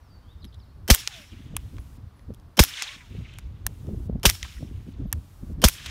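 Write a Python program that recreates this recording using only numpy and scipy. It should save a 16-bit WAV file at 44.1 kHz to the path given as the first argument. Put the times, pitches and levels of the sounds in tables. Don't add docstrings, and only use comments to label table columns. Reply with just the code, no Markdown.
import sys
import numpy as np
from scipy import signal
from scipy.fft import rfft, irfft
from scipy.io import wavfile
from scipy.ndimage import uniform_filter1d

SR = 44100
rng = np.random.default_rng(int(sys.argv[2]) if len(sys.argv) > 2 else 0)


def gain_from_db(level_db):
    decades = np.asarray(level_db, float) / 20
    return 10 ** decades


def master(y):
    cut = np.clip(np.atleast_2d(y).T, -1, 1)
    pcm = np.round(cut * 32767)
    wavfile.write(sys.argv[1], SR, pcm.astype(np.int16))


N = 260190
T = np.arange(N) / SR

# f/Hz, level/dB
AIR_SPECTRUM = [(240, -25), (400, -1.5), (1150, -0.5), (2400, -13), (4500, -14.5), (7000, -22.5),
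                (15500, -26), (16500, -48.5)]
# t/s, level/dB
RUSTLE = [(0, 0.5), (.9, -0.5), (2.2, 0), (3.5, 0), (4.15, -3.5), (5.9, 1.9)]
# t/s, rumble level/dB
BREEZE = [(0, -47.5), (.9, -46), (1.05, -49.5), (1.6, -40.5), (2.15, -46.5), (2.5, -47), (2.75, -56),
          (3.1, -44.5), (3.6, -43.5), (4, -30.5), (4.4, -48.5), (4.9, -38.5), (5.33, -44), (5.6, -44),
          (5.76, -49), (5.9, -47)]
# t/s, rumble level/dB, length/s
EDDIES = [(0.145, -74, 0.021), (0.442, -46.5, 0.06), (0.597, -49.5, 0.04), (0.851, -45, 0.1),
          (1.377, -63, 0.16), (1.53, -42, 0.034), (1.662, -38, 0.028), (1.773, -38, 0.035),
          (2.05, -45, 0.031), (2.31, -33.5, 0.034), (2.429, -50, 0.068), (3.19, -37.5, 0.051),
          (3.45, -45.5, 0.1), (3.685, -34, 0.066), (3.87, -35, 0.062), (4.143, -36, 0.064),
          (4.299, -30.5, .04), (4.453, -45, 0.056), (4.63, -38, 0.07), (4.752, -51, 0.093),
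          (5.034, -36, 0.051), (5.161, -33.5, 0.039), (5.458, -43, 0.062), (5.602, -33, 0.091),
          (5.9, -38.5, 0.057)]
# t/s, sharp level/dB, soft level/dB
BUFFETS = [(.45, -58, -40.5), (1.2, -58, -46.5), (1.335, -59, -48), (1.403, -70, -45), (1.465, -57, -42),
           (1.541, -45, -37.5), (1.737, -62, -35.5), (1.985, -58, -42.5), (2.306, -31, -33),
           (2.964, -66, -45), (3.118, -64, -48.5), (3.151, -43, -46), (3.21, -49, -49), (3.891, -36, -42),
           (3.911, -42, -35.5), (3.946, -40.5, -42), (4.086, -48, -37), (4.098, -24, -22),
           (4.127, -42, -43), (4.157, -37, -24), (4.609, -45, -37), (4.628, -35, -33.5), (4.645, -52, -39),
           (4.715, -58, -51), (4.885, -66, -60), (5.001, -58, -29.5), (5.016, -46, -32.5),
           (5.057, -43, -25), (5.435, -58, -38.5), (5.502, -47, -39), (5.518, -56, -33),
           (5.599, -48.5, -44)]
# t/s, level/dB, f/Hz
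PUFFS = [(0.364, -37.5, 60), (0.448, -35, 89), (0.483, -41, 65), (0.581, -36.5, 87), (0.755, -42, 59.7),
         (0.836, -38, 74.6), (1.03, -46, 96), (1.325, -39, 69), (1.37, -36, 70), (1.404, -43, 120),
         (1.463, -35.5, 114), (1.515, -33.5, 160), (1.561, -37, 80), (1.593, -35.5, 65),
         (1.659, -29.5, 94.8), (1.766, -31, 84), (1.796, -33, 64.6), (2.04, -36.5, 116), (2.075, -34, 85),
         (2.288, -36.5, 100), (2.327, -30, 75), (3.118, -35, 90), (3.16, -33.5, 95), (3.188, -27, 151),
         (3.227, -29.5, 99), (3.379, -36.5, 90), (3.463, -27.5, 55), (3.551, -33, 96), (3.667, -28.5, 69.5),
         (3.848, -27, 93), (3.893, -32, 115), (3.94, -31.5, 68.6), (4.004, -31.5, 75), (4.039, -31.5, 65.4),
         (4.076, -27.5, 80), (4.13, -26, 65.5), (4.157, -23.5, 124), (4.193, -33, 79), (4.349, -44, 75),
         (4.44, -33.5, 65), (4.578, -29.5, 60), (4.632, -28, 130), (4.678, -37, 60.1), (4.748, -35, 75),
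         (4.781, -33, 95.3), (5.001, -28.5, 85), (5.04, -27, 100), (5.091, -29.5, 50.3),
         (5.146, -30.5, 89.5), (5.186, -30, 75), (5.431, -33, 70), (5.499, -32, 76.2), (5.537, -26, 71),
         (5.581, -29, 135)]
# t/s, length/s, first f/Hz, last f/Hz, level/dB
BIRD = [
    (.012, .092, 6100, 4750, -75),
    (.098, .077, 4760, 4460, -64),
    (.22, 0.07, 3080, 3340, -72),
    (.28, 0.053, 3330, 3870, -62),
    (.4, .025, 5300, 4660, -68),
    (.462, 0.036, 5540, 4500, -64.5),
    (.588, .062, 5700, 3610, -64.5),
    (.645, .028, 3600, 2950, -75),
    (.69, .045, 4150, 4500, -73),
]
# t/s, length/s, first f/Hz, last f/Hz, level/dB
INSECT = [
    (.44, 0.027, 11300, 11200, -57),
    (1.79, 0.056, 10840, 10900, -61.5),
    (2.16, 0.079, 10800, 10640, -70),
    (3.38, .03, 10800, 10900, -65),
    (5.065, 0.063, 12750, 12500, -68),
]
# share of note/1, level/dB
BIRD_SWELL = [(0, -2.5), (.7, -0.5), (1, -1)]
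INSECT_SWELL = [(0, 2), (.4, -7), (1, -10)]
SPLINTER_SWELL = [(0, 3), (.5, 2), (1, 0)]
# centre t/s, first f/Hz, length/ms, level/dB
CHIPS = [(.422, 4240, 3.6, -57), (.429, 4100, 15, -55), (.445, 3700, 3.2, -40.5), (.453, 3820, 16, -51),
         (.528, 3600, 5.6, -52), (.545, 3760, 20, -55), (.603, 3640, 3.9, -55)]
# t/s, level/dB, strongest f/Hz
GRIT = [(.4445, -42, 3200), (0.451, -43, 3600), (.545, -51, 4400), (1.768, -46, 4400), (1.7833, -38, 1316),
        (2.1938, -47, 1690), (2.339, -44, 5530), (2.346, -39.5, 7000), (2.399, -51, 4410),
        (3.3381, -43, 4400), (3.386, -26, 2400), (3.386, -33, 13000), (3.393, -42, 6470),
        (3.869, -46.5, 3600), (4.198, -48, 2830), (4.3517, -28, 2600), (4.539, -48, 4360),
        (5.118, -45, 2300), (5.599, -51, 2530)]
BLOW_BANDS = [1300, 4400, 11300]
# f/Hz, width/Hz, level/dB
TRIGGER_MODES = [(1750, 2400, 5), (3300, 250, 8.5), (5650, 1700, 5), (10200, 1030, 2), (12640, 800, -4)]
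# f/Hz, width/Hz, level/dB
STEEL_MODES = [(1860, 2400, 7), (3100, 630, -0.5), (5290, 270, 9.5), (8900, 460, 2), (12260, 1000, 4)]
FIRED = [
    .9014,
    2.5918,
    4.2534,
    5.6401,
]
# t/s, low level/dB, middle level/dB, high level/dB
HAMMER = [(-.0222, -33, -28, -32), (-.0198, -34.5, -34, -35.5), (-.0166, -36.5, -27, -31),
          (-.0112, -39, -34.5, -41)]
# t/s, low level/dB, middle level/dB, high level/dB
BLAST = [(.0001, -6.5, -6.5, -16), (.0031, -12, -2, -19), (.0063, -13.5, -7, -18),
         (0.0111, -15, -6.5, -11.5)]
# t/s, low level/dB, middle level/dB, high level/dB
SLIDE = [
    (-.009, -30.5, -24, -24),
    (-.0043, -24.5, -20.5, -20),
    (0, -18, -11, -6.5),
    (.0055, -31.5, -28, -22),
    (0.0111, -32, -27, -25.5),
]
# hammer level/dB, blast level/dB, slide level/dB, hammer pace/1, shutting t/s from ignition
STROKES = [(2.5, 0.34, .1, 1.03, .0459), (0, 1, -1.25, .93, .0456), (.5, 0, .6, .96, .0449),
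           (-1.5, -2, -0.45, 1.0, .045)]
# level/dB, decay/s
GAS_BURSTS = [(-11.5, .018), (-13, 0.019), (-13, 0.016), (-10.5, 0.014)]
# f/Hz, level/dB
GAS_SPECTRUM = [(180, -32.5), (300, -10.5), (717, -16), (863, -13.5), (2000, -12), (3530, -8), (4030, -9.5),
                (5640, -3.5), (7630, -12.5), (14700, -12.5), (16500, -31.5)]
HAMMER_SONG = [-13.5, -12.5, -22, -14.5]
# centre t/s, first f/Hz, length/ms, level/dB
ROCKS = [(0.9, 2580, 20, -48), (1.145, 3720, 27, -44), (1.19, 3300, 24.6, -55.5), (1.325, 3300, 24, -52.5),
         (1.552, 3230, 10, -53), (2.742, 3600, 12, -34.5), (2.75, 2640, 14, -39), (2.772, 3900, 9.8, -40),
         (2.79, 2630, 16, -44), (2.802, 4300, 8, -52), (2.838, 3220, 11.3, -43), (2.871, 2780, 7, -39),
         (2.882, 3900, 13, -37), (2.893, 2720, 10, -41), (2.92, 3020, 14, -44), (2.922, 4000, 23, -50),
         (2.948, 4000, 28, -50), (2.955, 2830, 16, -48), (2.982, 2480, 9.7, -52), (2.6, 2400, 16, -50),
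         (3.015, 2300, 26, -49), (3.17, 2740, 20, -55.5), (3.218, 2780, 14, -56), (3.258, 2630, 21, -46.5),
         (3.292, 3130, 16, -47.5), (3.335, 3480, 21.1, -53.5), (3.362, 3380, 14, -51.5),
         (4.4, 3300, 6.4, -48), (4.45, 3220, 7.1, -52), (4.452, 1500, 16.5, -44.5), (4.57, 2980, 8, -62),
         (5.786, 3400, 7.9, -40.5), (5.805, 2920, 12, -50), (5.822, 2810, 16, -48), (5.85, 2810, 8.5, -52),
         (5.867, 4000, 5, -37), (5.885, 2800, 7.3, -47), (5.896, 2750, 6.8, -42)]
# f/Hz, level/dB, crest t/s from ignition, length/s
TUBE_MODES = [
    (205, -13.5, .0038, 0.0042),
    (760, -12.5, .0012, 0.001),
    (530, -16, .0035, 0.0038),
]
TUBE_LEVELS = [0.46, -1, -1.5, 1]
KNOCK_LEVELS = [-22.5, -22, -21, -25]
# f/Hz, level/dB, t60/s
NEAR_DECAY = [(800, -53, 0.17), (1411, -48.5, 0.39), (2400, -45.5, 0.23), (4000, -45, 0.88),
              (6000, -38.5, 0.43), (8850, -42, 0.34), (13000, -41, .22)]
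# t/s, level/dB, slowness/1, first crest/1
THUMPS = [(.909, -3.8, 1.03, .25), (2.6013, -5.2, .95, 1.1), (4.2637, -12.3, 1.19, .8),
          (5.6488, -5.8, 1.0, .6)]
# f/Hz, width/Hz, level/dB
STEEL_TAIL = [(3300, 900, -3), (5400, 370, 2), (7000, 1500, -6), (9400, 1500, -7), (12500, 3000, -11)]
# first t/s, last t/s, level/dB
SWARMS = [(0.963, 1.104, -50.5), (1.099, 1.252, -56), (1.251, 1.704, -61.5), (2.661, 2.799, -48.5),
          (2.796, 2.96, -47), (3.05, 3.378, -62), (4.326, 4.597, -52.5), (4.601, 4.95, -63),
          (5.742, 5.885, -51)]
# f/Hz, level/dB
SLOPE_SPECTRUM = [(400, -25.5), (800, -16.5), (1300, -7.5), (2300, -1.5), (3400, -0.5), (4600, -9),
                  (6500, -10), (10000, -24.5), (13000, -36.5)]
# loudest t/s, level/dB, swell/(dB/s), fade/(dB/s)
RETURNS = [(0.974, -37, 2996, 142), (1.139, -40, 148, 114), (1.33, -55.5, 153, 11), (2.69, -48, 302.5, 22),
           (2.831, -32, 63, 132), (2.955, -45.5, 79.5, 500), (3.331, -52.5, 20.5, 68), (3.7, -63.5, 33, 11),
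           (4.345, -69, 897, 123), (4.445, -40, 900, 300), (4.505, -47.5, 118, 112), (4.75, -61.5, 38, 7),
           (5.715, -57, 905, 50), (5.9, -35, 83, 100)]
RETURN_TREBLE = [7.5, -0.5, -2.5, 0, 2.5, -0.5, -5, -2.5, -3.5, 1, 1.5, 0, -3, -1.5]
# t/s, peak level/dB, f/Hz, ring/ms, grit level/dB
STRIKES = [
    (1.0753, -3, 5130, 0.081, -30.5),
    (2.823, -9, 6600, 0.093, -30.5),
    (2.8215, -19, 2000, 0.27, -35),
    (4.429, -17.5, 5700, 0.17, -43),
    (4.4293, -20.5, 3450, 0.18, -45),
    (4.4314, -29, 2020, 1, -50),
    (5.861, -19.5, 5000, 0.089, -37),
    (5.8639, -23.5, 3500, 0.089, -41),
]
# t/s, f/Hz, level/dB
RICOCHETS = [
    [(1.08, 860, -58), (1.11, 787, -57), (1.155, 677, -57), (1.22, 580, -58), (1.29, 510, -79)],
    [(2.835, 587, -53), (2.874, 922, -51), (2.898, 1080, -53), (2.935, 1126, -58), (2.985, 1060, -67),
     (3.02, 984, -61), (3.07, 900, -71), (3.12, 823, -75)],
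    [(2.64, 274, -48), (2.7, 282, -61), (2.81, 290, -76)],
    [(2.86, 560, -59), (2.91, 595, -65), (2.96, 620, -66)],
]
# t/s, high level/dB, low level/dB, middle level/dB
RESETS = [
    (1.5665, -18.5, -25.5, -21),
    (3.6661, -17, -27, -21.5),
    (5.1277, -16.5, -30, -21),
]
BOUNCE = [-22, -24, -22]
# t/s, level/dB, chatter delay/s
SNAPS = [(1.56648, -11, .0003), (3.66615, -9, .0005), (5.12768, -8.5, .0005)]
# f/Hz, level/dB, t60/s
SEAR_MODES = [(1210, -23.5, 0.018), (1786, -20, 0.011), (3213, -16, .006), (4900, -27.5, 0.0029),
              (5903, -15, 0.0057), (6880, -16.5, 0.0055), (9850, -3.5, 0.0022), (12030, -7, .003)]
# t/s, length/s, first f/Hz, last f/Hz, level/dB
SPLINTERS = [(2.805, 0.0257, 2453, 1463, -38.5), (2.824, 0.027, 6100, 3470, -34.5),
             (2.827, 0.0146, 7500, 5600, -34), (2.834, .014, 3100, 2100, -38.5),
             (2.866, .014, 2900, 1900, -42), (2.874, 0.016, 4180, 2710, -36),
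             (2.886, .014, 2800, 2000, -39), (2.767, 0.0135, 3890, 2790, -34.5),
             (2.776, 0.015, 2580, 1490, -39.5), (2.905, .02, 3520, 2290, -49)]
# first t/s, last t/s, hiss level/dB
COARSE = [(.878, 1.485, -4), (1.566, 1.975, 0), (2.569, 3.232, -4), (3.666, 4.075, 0), (4.23, 4.93, -4),
          (5.127, 5.535, 0), (5.617, 5.9, -4)]
# f/Hz, level/dB
HUM = [(9663, -95.5), (10740, -96.5), (11811, -92.5), (12882, -100), (13959, -95.5), (15030, -97)]


def unit(x):
    return x / np.sqrt(np.mean(x ** 2))


def band(lo_hz, hi_hz, order=2):
    sos = signal.butter(order, [lo_hz, hi_hz], "band", fs=SR, output="sos")
    return unit(signal.sosfilt(sos, rng.standard_normal(N)))


def coloured(table):
    hz, db = np.transpose(table)
    f = np.arange(N // 2 + 1) * SR / N + 1
    weight = gain_from_db(np.interp(np.log(f), np.log(hz), db, -90, -90))
    return unit(irfft(rfft(rng.standard_normal(N)) * weight, N))


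def ring(x, hz, width_hz):
    return signal.lfilter(*signal.iirpeak(hz, hz / width_hz, SR), x)


def walk(rate):
    k = max(int(SR / rate), 2)
    held = np.repeat(rng.standard_normal(N // k + 1), k)
    return uniform_filter1d(uniform_filter1d(held, k), k)[:N]


def fade(start, tau, rise=.0002):
    t = np.maximum(T - start, 0)
    return (1 - np.exp(-t / rise)) * np.exp(-t / tau)


def bell(s, length):
    return np.exp(-((T - s) / length) ** 2)


def notes(rows, swell):
    u = np.linspace(0, 1, 9)
    shape_db = np.interp(u, *np.transpose(swell))
    return [np.transpose([s + length * u, from_hz + (to_hz - from_hz) * u ** 0.99, db + shape_db])
            for s, length, from_hz, to_hz, db in rows]


def whistles(tracks, waver, flutter_db, share):
    out = np.zeros(N)
    for rows in tracks:
        s, hz, db = np.transpose(rows)
        on = (T > s[0]) & (T < s[-1])
        t, w = T[on], waver[on]
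        edge = np.clip(np.minimum(t - s[0], s[-1] - t) / 0.0055, 0, 1)
        pitch = np.interp(t, s, hz) * (1 + share * w)
        level = gain_from_db(np.interp(t, s, db) + flutter_db * w)
        out[on] += edge * level * np.sin(2 * np.pi * np.cumsum(pitch) / SR)
    return out


def clumps(rows, fall):
    out = np.zeros(N + 4000)
    t = np.arange(-2000, 2000) / SR
    for (s, from_hz, ms, db), noise in zip(rows, rng.standard_normal((len(rows), len(t)))):
        u = t / ms * 2000
        hz = from_hz * (1 + fall + (fall - 1) * np.clip(u, -2, 2)) / 2
        rough = .45 + unit(uniform_filter1d(uniform_filter1d(noise, size=36), size=36))
        i = int(s * SR) - len(t) // 2
        out[i:i + len(t)] += gain_from_db(db) * rough * np.exp(-u ** 2) * np.sin(2 * np.pi * np.cumsum(hz) / SR)
    return out[:N]


def clanks(rows, modes, rise, tau, low_tau):
    out, t = np.zeros(N + 1200), np.arange(1200) / SR
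    edges = [(600, 2700), (2300, 8500), (7500, 17000)]
    filters = [signal.butter(2, pair, "band", fs=SR, output="sos") for pair in edges]
    for (s, *dbs), noises in zip(rows, rng.standard_normal((len(rows), 3, len(t)))):
        i = int((s - rise) * SR)
        for sos, db, noise, fall in zip(filters, dbs, noises, [low_tau, tau, tau]):
            blow = noise * (1 - np.exp(-t / rise)) * (np.exp(-t / fall) + .05 * np.exp(-t / .0035))
            rung = blow + sum(gain_from_db(g) * ring(blow, hz, w) for hz, w, g in modes)
            x = signal.sosfilt(sos, rung)
            out[i:i + len(t)] += gain_from_db(db + 1.0) * x / np.max(np.abs(x))
    return out[:N]


def air():
    return coloured(AIR_SPECTRUM) * gain_from_db(-65 + np.interp(T, *np.transpose(RUSTLE)) + walk(2.3))


def wind():
    gust = gain_from_db(np.interp(T, *np.transpose(BREEZE)))
    gust = gust + sum(gain_from_db(db) * bell(s, length) for s, db, length in EDDIES)
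    stirred = np.minimum(sum(bell(row[0], 0.015) for row in BUFFETS), 1)
    rumble = gain_from_db(-4) * unit(band(36, 105) * gain_from_db(3 * walk(16)))
    flutter = unit(band(120, 320, order=3) * gain_from_db(4.5 * walk(40)))
    out = gust * (rumble + flutter * (gain_from_db(-19.5) + gain_from_db(-11) * stirred))
    t = np.arange(-900, 900) / SR
    for (s, sharp_db, soft_db), (wide, turn) in zip(BUFFETS, rng.random((len(BUFFETS), 2))):
        sharp = np.sin(2 * np.pi * ((420 + 200 * wide) * t + turn)) * np.exp(-np.abs(t / 0.0014) ** 1.1)
        soft = np.sin(2 * np.pi * ((170 + 110 * turn) * t + wide)) * np.exp(-((t - .002) / 0.0046) ** 2)
        i = int(s * SR) - len(t) // 2
        out[i:i + len(t)] += gain_from_db(sharp_db + 1) * sharp + gain_from_db(soft_db) * soft
    return out


def calls(waver):
    direct = whistles(notes(BIRD, BIRD_SWELL), waver, 1, .002)
    direct = direct + whistles(notes(INSECT, INSECT_SWELL), waver, 1.3, .005)
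    t = np.arange(9000) / SR
    trail = uniform_filter1d(rng.standard_normal(len(t)), size=4) * np.exp(-t / .12) * np.clip(t / .04, 0, 1)
    return direct + gain_from_db(-34.0) * signal.fftconvolve(direct, trail)[:N]


def puffs():
    out, t = np.zeros(N), np.arange(-1500, 1500) / SR
    for s, db, hz in PUFFS:
        i = int(s * SR) - len(t) // 2
        out[i:i + len(t)] -= gain_from_db(db) * np.cos(2 * np.pi * hz * t) * np.exp(-(t * hz / 0.84) ** 2)
    return out


def chips():
    return clumps(CHIPS, 0.97)


def grit():
    octaves = [np.abs(np.log2(np.array(BLOW_BANDS) / hz)) for s, db, hz in GRIT]
    rows = [(s, *(db - 7.5 * away)) for (s, db, hz), away in zip(GRIT, octaves)]
    return clanks(rows, TRIGGER_MODES, .00006, .0005, .0016)


def action():
    rows = []
    for s, (hammer_db, blast_db, slide_db, pace, shut) in zip(FIRED, STROKES):
        rows += [(s + at * pace, *(np.array(dbs) + hammer_db)) for at, *dbs in HAMMER]
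        rows += [(s + at, *(np.array(dbs) + blast_db)) for at, *dbs in BLAST]
        rows += [(s + shut + at, *(np.array(dbs) + slide_db)) for at, *dbs in SLIDE]
    scatter = 1.5 * rng.standard_normal((len(rows), 4)) * [0, 1, 1, 1]
    return clanks(np.array(rows) + scatter, STEEL_MODES, .0003, .0012, .0014)


def gas():
    jet = coloured(GAS_SPECTRUM) * gain_from_db(1.6 * walk(600))
    boom = band(170, 640)
    out = 0
    for s, (gas_db, tau), sing_db in zip(FIRED, GAS_BURSTS, HAMMER_SONG):
        burst = jet * fade(s, tau) + gain_from_db(-4.5) * boom * fade(s - .001, 0.0066, rise=0.0011)
        before = np.where((T > s - .015) & (T < s), np.exp(np.minimum(T - s, 0) / 0.0087), 0)
        shudder = before * (gain_from_db(sing_db) * np.sin(2 * np.pi * 3100 * T) + gain_from_db(-11.5) * boom)
        rattle = gain_from_db(-29.5) * jet * ((T > s - .0225) & (T < s))
        out = out + gain_from_db(gas_db) * (burst + shudder + rattle)
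    return out


def rocks():
    return clumps(ROCKS, .79)


def tube():
    out, fall = 0, .66
    for s, shot_db, stroke, knock_db in zip(FIRED, TUBE_LEVELS, STROKES, KNOCK_LEVELS):
        for hz, db, crest, length in TUBE_MODES:
            swing = np.cos(2 * np.pi * hz * (T - s - crest))
            out = out + gain_from_db(db + shot_db) * swing * bell(s + crest, length)
        u = (T - s - stroke[-1] + .0042) / .0015
        hz = 2400 * (1 + fall + (fall - 1) * np.clip(u, -1, 1)) / 2
        out = out + gain_from_db(knock_db) * np.sin(2 * np.pi * np.cumsum(hz) / SR) * np.exp(-u ** 2)
    return out


def ground_ring():
    out = 0
    for hz, db, t60 in NEAR_DECAY:
        tail = sum(fade(s + 0.0067, t60 / np.log(1000), rise=0.005) for s in FIRED)
        leaves = band(hz / 1.55, min(hz * 1.5, 17000), order=1)
        out = out + gain_from_db(db + 0.7 * walk(45)) * tail * leaves
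    return out


def thumps():
    out = 0
    for s, thump_db, slow, crest in THUMPS:
        t = (T - s) / slow
        swell = np.clip(1 + t / .001, 0, 1) * (1 - (1 - crest) * np.exp(-np.maximum(t, 0) / .003))
        turns = 51.5 * t + .718 * (1 - np.exp(-np.maximum(t, -.0013) / .00247))
        out = out + gain_from_db(thump_db) * np.cos(2 * np.pi * turns) * swell * np.exp(-np.abs(t / .0235) ** 3.4)
    return out


def trees():
    out, noise = 0, rng.standard_normal(N)
    ground = sum(gain_from_db(-50) * fade(s + 0.05, .7 / np.log(1000), rise=.02) for s in FIRED)
    bank = sum(gain_from_db(-45) * bell(s + 0.098, 0.017) for s in FIRED)
    for hz, w, db in STEEL_TAIL:
        linger = 0.023 * np.log2(12500 / hz)
        line = sum(bell(s + 0.28 + linger, 0.064 + linger) for s in FIRED)
        colour = gain_from_db(db - 5.5 + 2.5 * walk(45)) * unit(ring(noise, hz, w))
        out = out + colour * (ground + bank + gain_from_db(-58.5) * line)
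    return out


def swarms(count=26):
    rows = [(a + (b - a) * when, 1900 * 2 ** (1.25 * pitch ** 1.5), 6 + 14 * long, db - 8 * size)
            for a, b, db in SWARMS for when, pitch, long, size in rng.random((count, 4))]
    return clumps(rows, 0.8)


def slope_echo():
    body = coloured(SLOPE_SPECTRUM)
    patches = [ring(body, hz, hz / 3) * gain_from_db(3.5 * np.minimum(walk(70), 1.3))
               for hz in 700 * 2 ** np.arange(0, 3.8, .4)]
    dull, bright = np.array([sum(patches[:7]), sum(patches[7:])]) / np.std(sum(patches))
    powers = []
    for s, db, swell, fade_rate in RETURNS:
        after_shot = T > max(shot for shot in FIRED if shot < s)
        falling = fade_rate * (s - T) - 21.5 * (T - s) ** 2
        powers.append(after_shot * gain_from_db(db + np.minimum(swell * (T - s), falling)) ** 2)
    powers = np.array(powers)
    treble = gain_from_db(np.array(RETURN_TREBLE)) ** 2 @ powers
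    heard = dull * np.sqrt(powers.sum(axis=0)) + bright * np.sqrt(treble)
    return gain_from_db(0.65 * walk(340) - 5.0) * heard


def strikes():
    out, spray, dirt = 0, 0, band(790, 6600, order=1)
    for s, peak_db, hz, ms, grit_db in STRIKES:
        t = T - s
        out = out - gain_from_db(peak_db) * np.cos(2 * np.pi * hz * t) * np.exp(-np.abs(t) * 1000 / ms)
        spray = spray + gain_from_db(grit_db) * dirt * fade(s, 0.0035)
    out = signal.sosfilt(signal.butter(2, [600, 11000], "band", fs=SR, output="sos"), out)
    out = signal.sosfiltfilt(signal.butter(4, 13000, fs=SR, output="sos"), out)
    return out + 1.1 * ring(out, 2630, 780) + spray


def ricochets(waver):
    bullets = whistles(RICOCHETS, waver, 3.5, .012)
    splinters = whistles(notes(SPLINTERS, SPLINTER_SWELL), waver, 3.5, .015)
    return gain_from_db(-2) * bullets + gain_from_db(-3) * splinters


def sear():
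    out, t = np.zeros(N), np.arange(900) / SR
    tap = sum(gain_from_db(db) * np.sin(2 * np.pi * hz * t) * np.exp(-np.log(1000) * t / t60)
              for hz, db, t60 in SEAR_MODES)
    for s, db, chatter in SNAPS:
        for late, tap_db in [(0, 0), (chatter, -8), (0.0011, -4.5)]:
            i = int((s + late) * SR)
            out[i:i + len(t)] += gain_from_db(db + tap_db) * tap
    return signal.sosfilt(signal.butter(2, 700, "high", fs=SR, output="sos"), out)


def trigger_resets():
    resets = [(s, low_db, mid_db, db) for s, db, low_db, mid_db in RESETS]
    bounces = [(s + .006, *(high_db + np.array(BOUNCE))) for s, high_db, *_ in RESETS]
    return clanks(resets + bounces, TRIGGER_MODES, .00006, .0005, .0016)


def scene():
    mix = air()
    mix = mix + action() + trigger_resets() + grit()
    mix = mix + rocks() + chips()
    mix = mix + gas() + thumps() + strikes() + ground_ring() + slope_echo()
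    waver = walk(200)
    mix = mix + calls(waver) + ricochets(waver)
    mix = mix + wind() + puffs() + trees() + swarms() + sear() + tube()
    return mix[None]


def top_cut(x):
    return signal.sosfilt(signal.butter(12, 16810, fs=SR, output="sos"), x)


def record(dry):
    hiss_range = sum(gain_from_db(db) * ((T > a) & (T < b)) for a, b, db in COARSE)
    hiss = hiss_range * gain_from_db(-67) * band(1500, 15000, order=1)
    hum = sum(gain_from_db(db + 6.0) * np.sin(2 * np.pi * hz * T) for hz, db in HUM)
    x = np.tanh(1.157 * (dry + hiss + hum))
    x = signal.sosfilt(signal.ellip(6, .3, 30, 15650, fs=SR, output="sos"), x)
    return top_cut(np.clip(x, -1, 1))


dry = scene()
out = record(dry)
master(out)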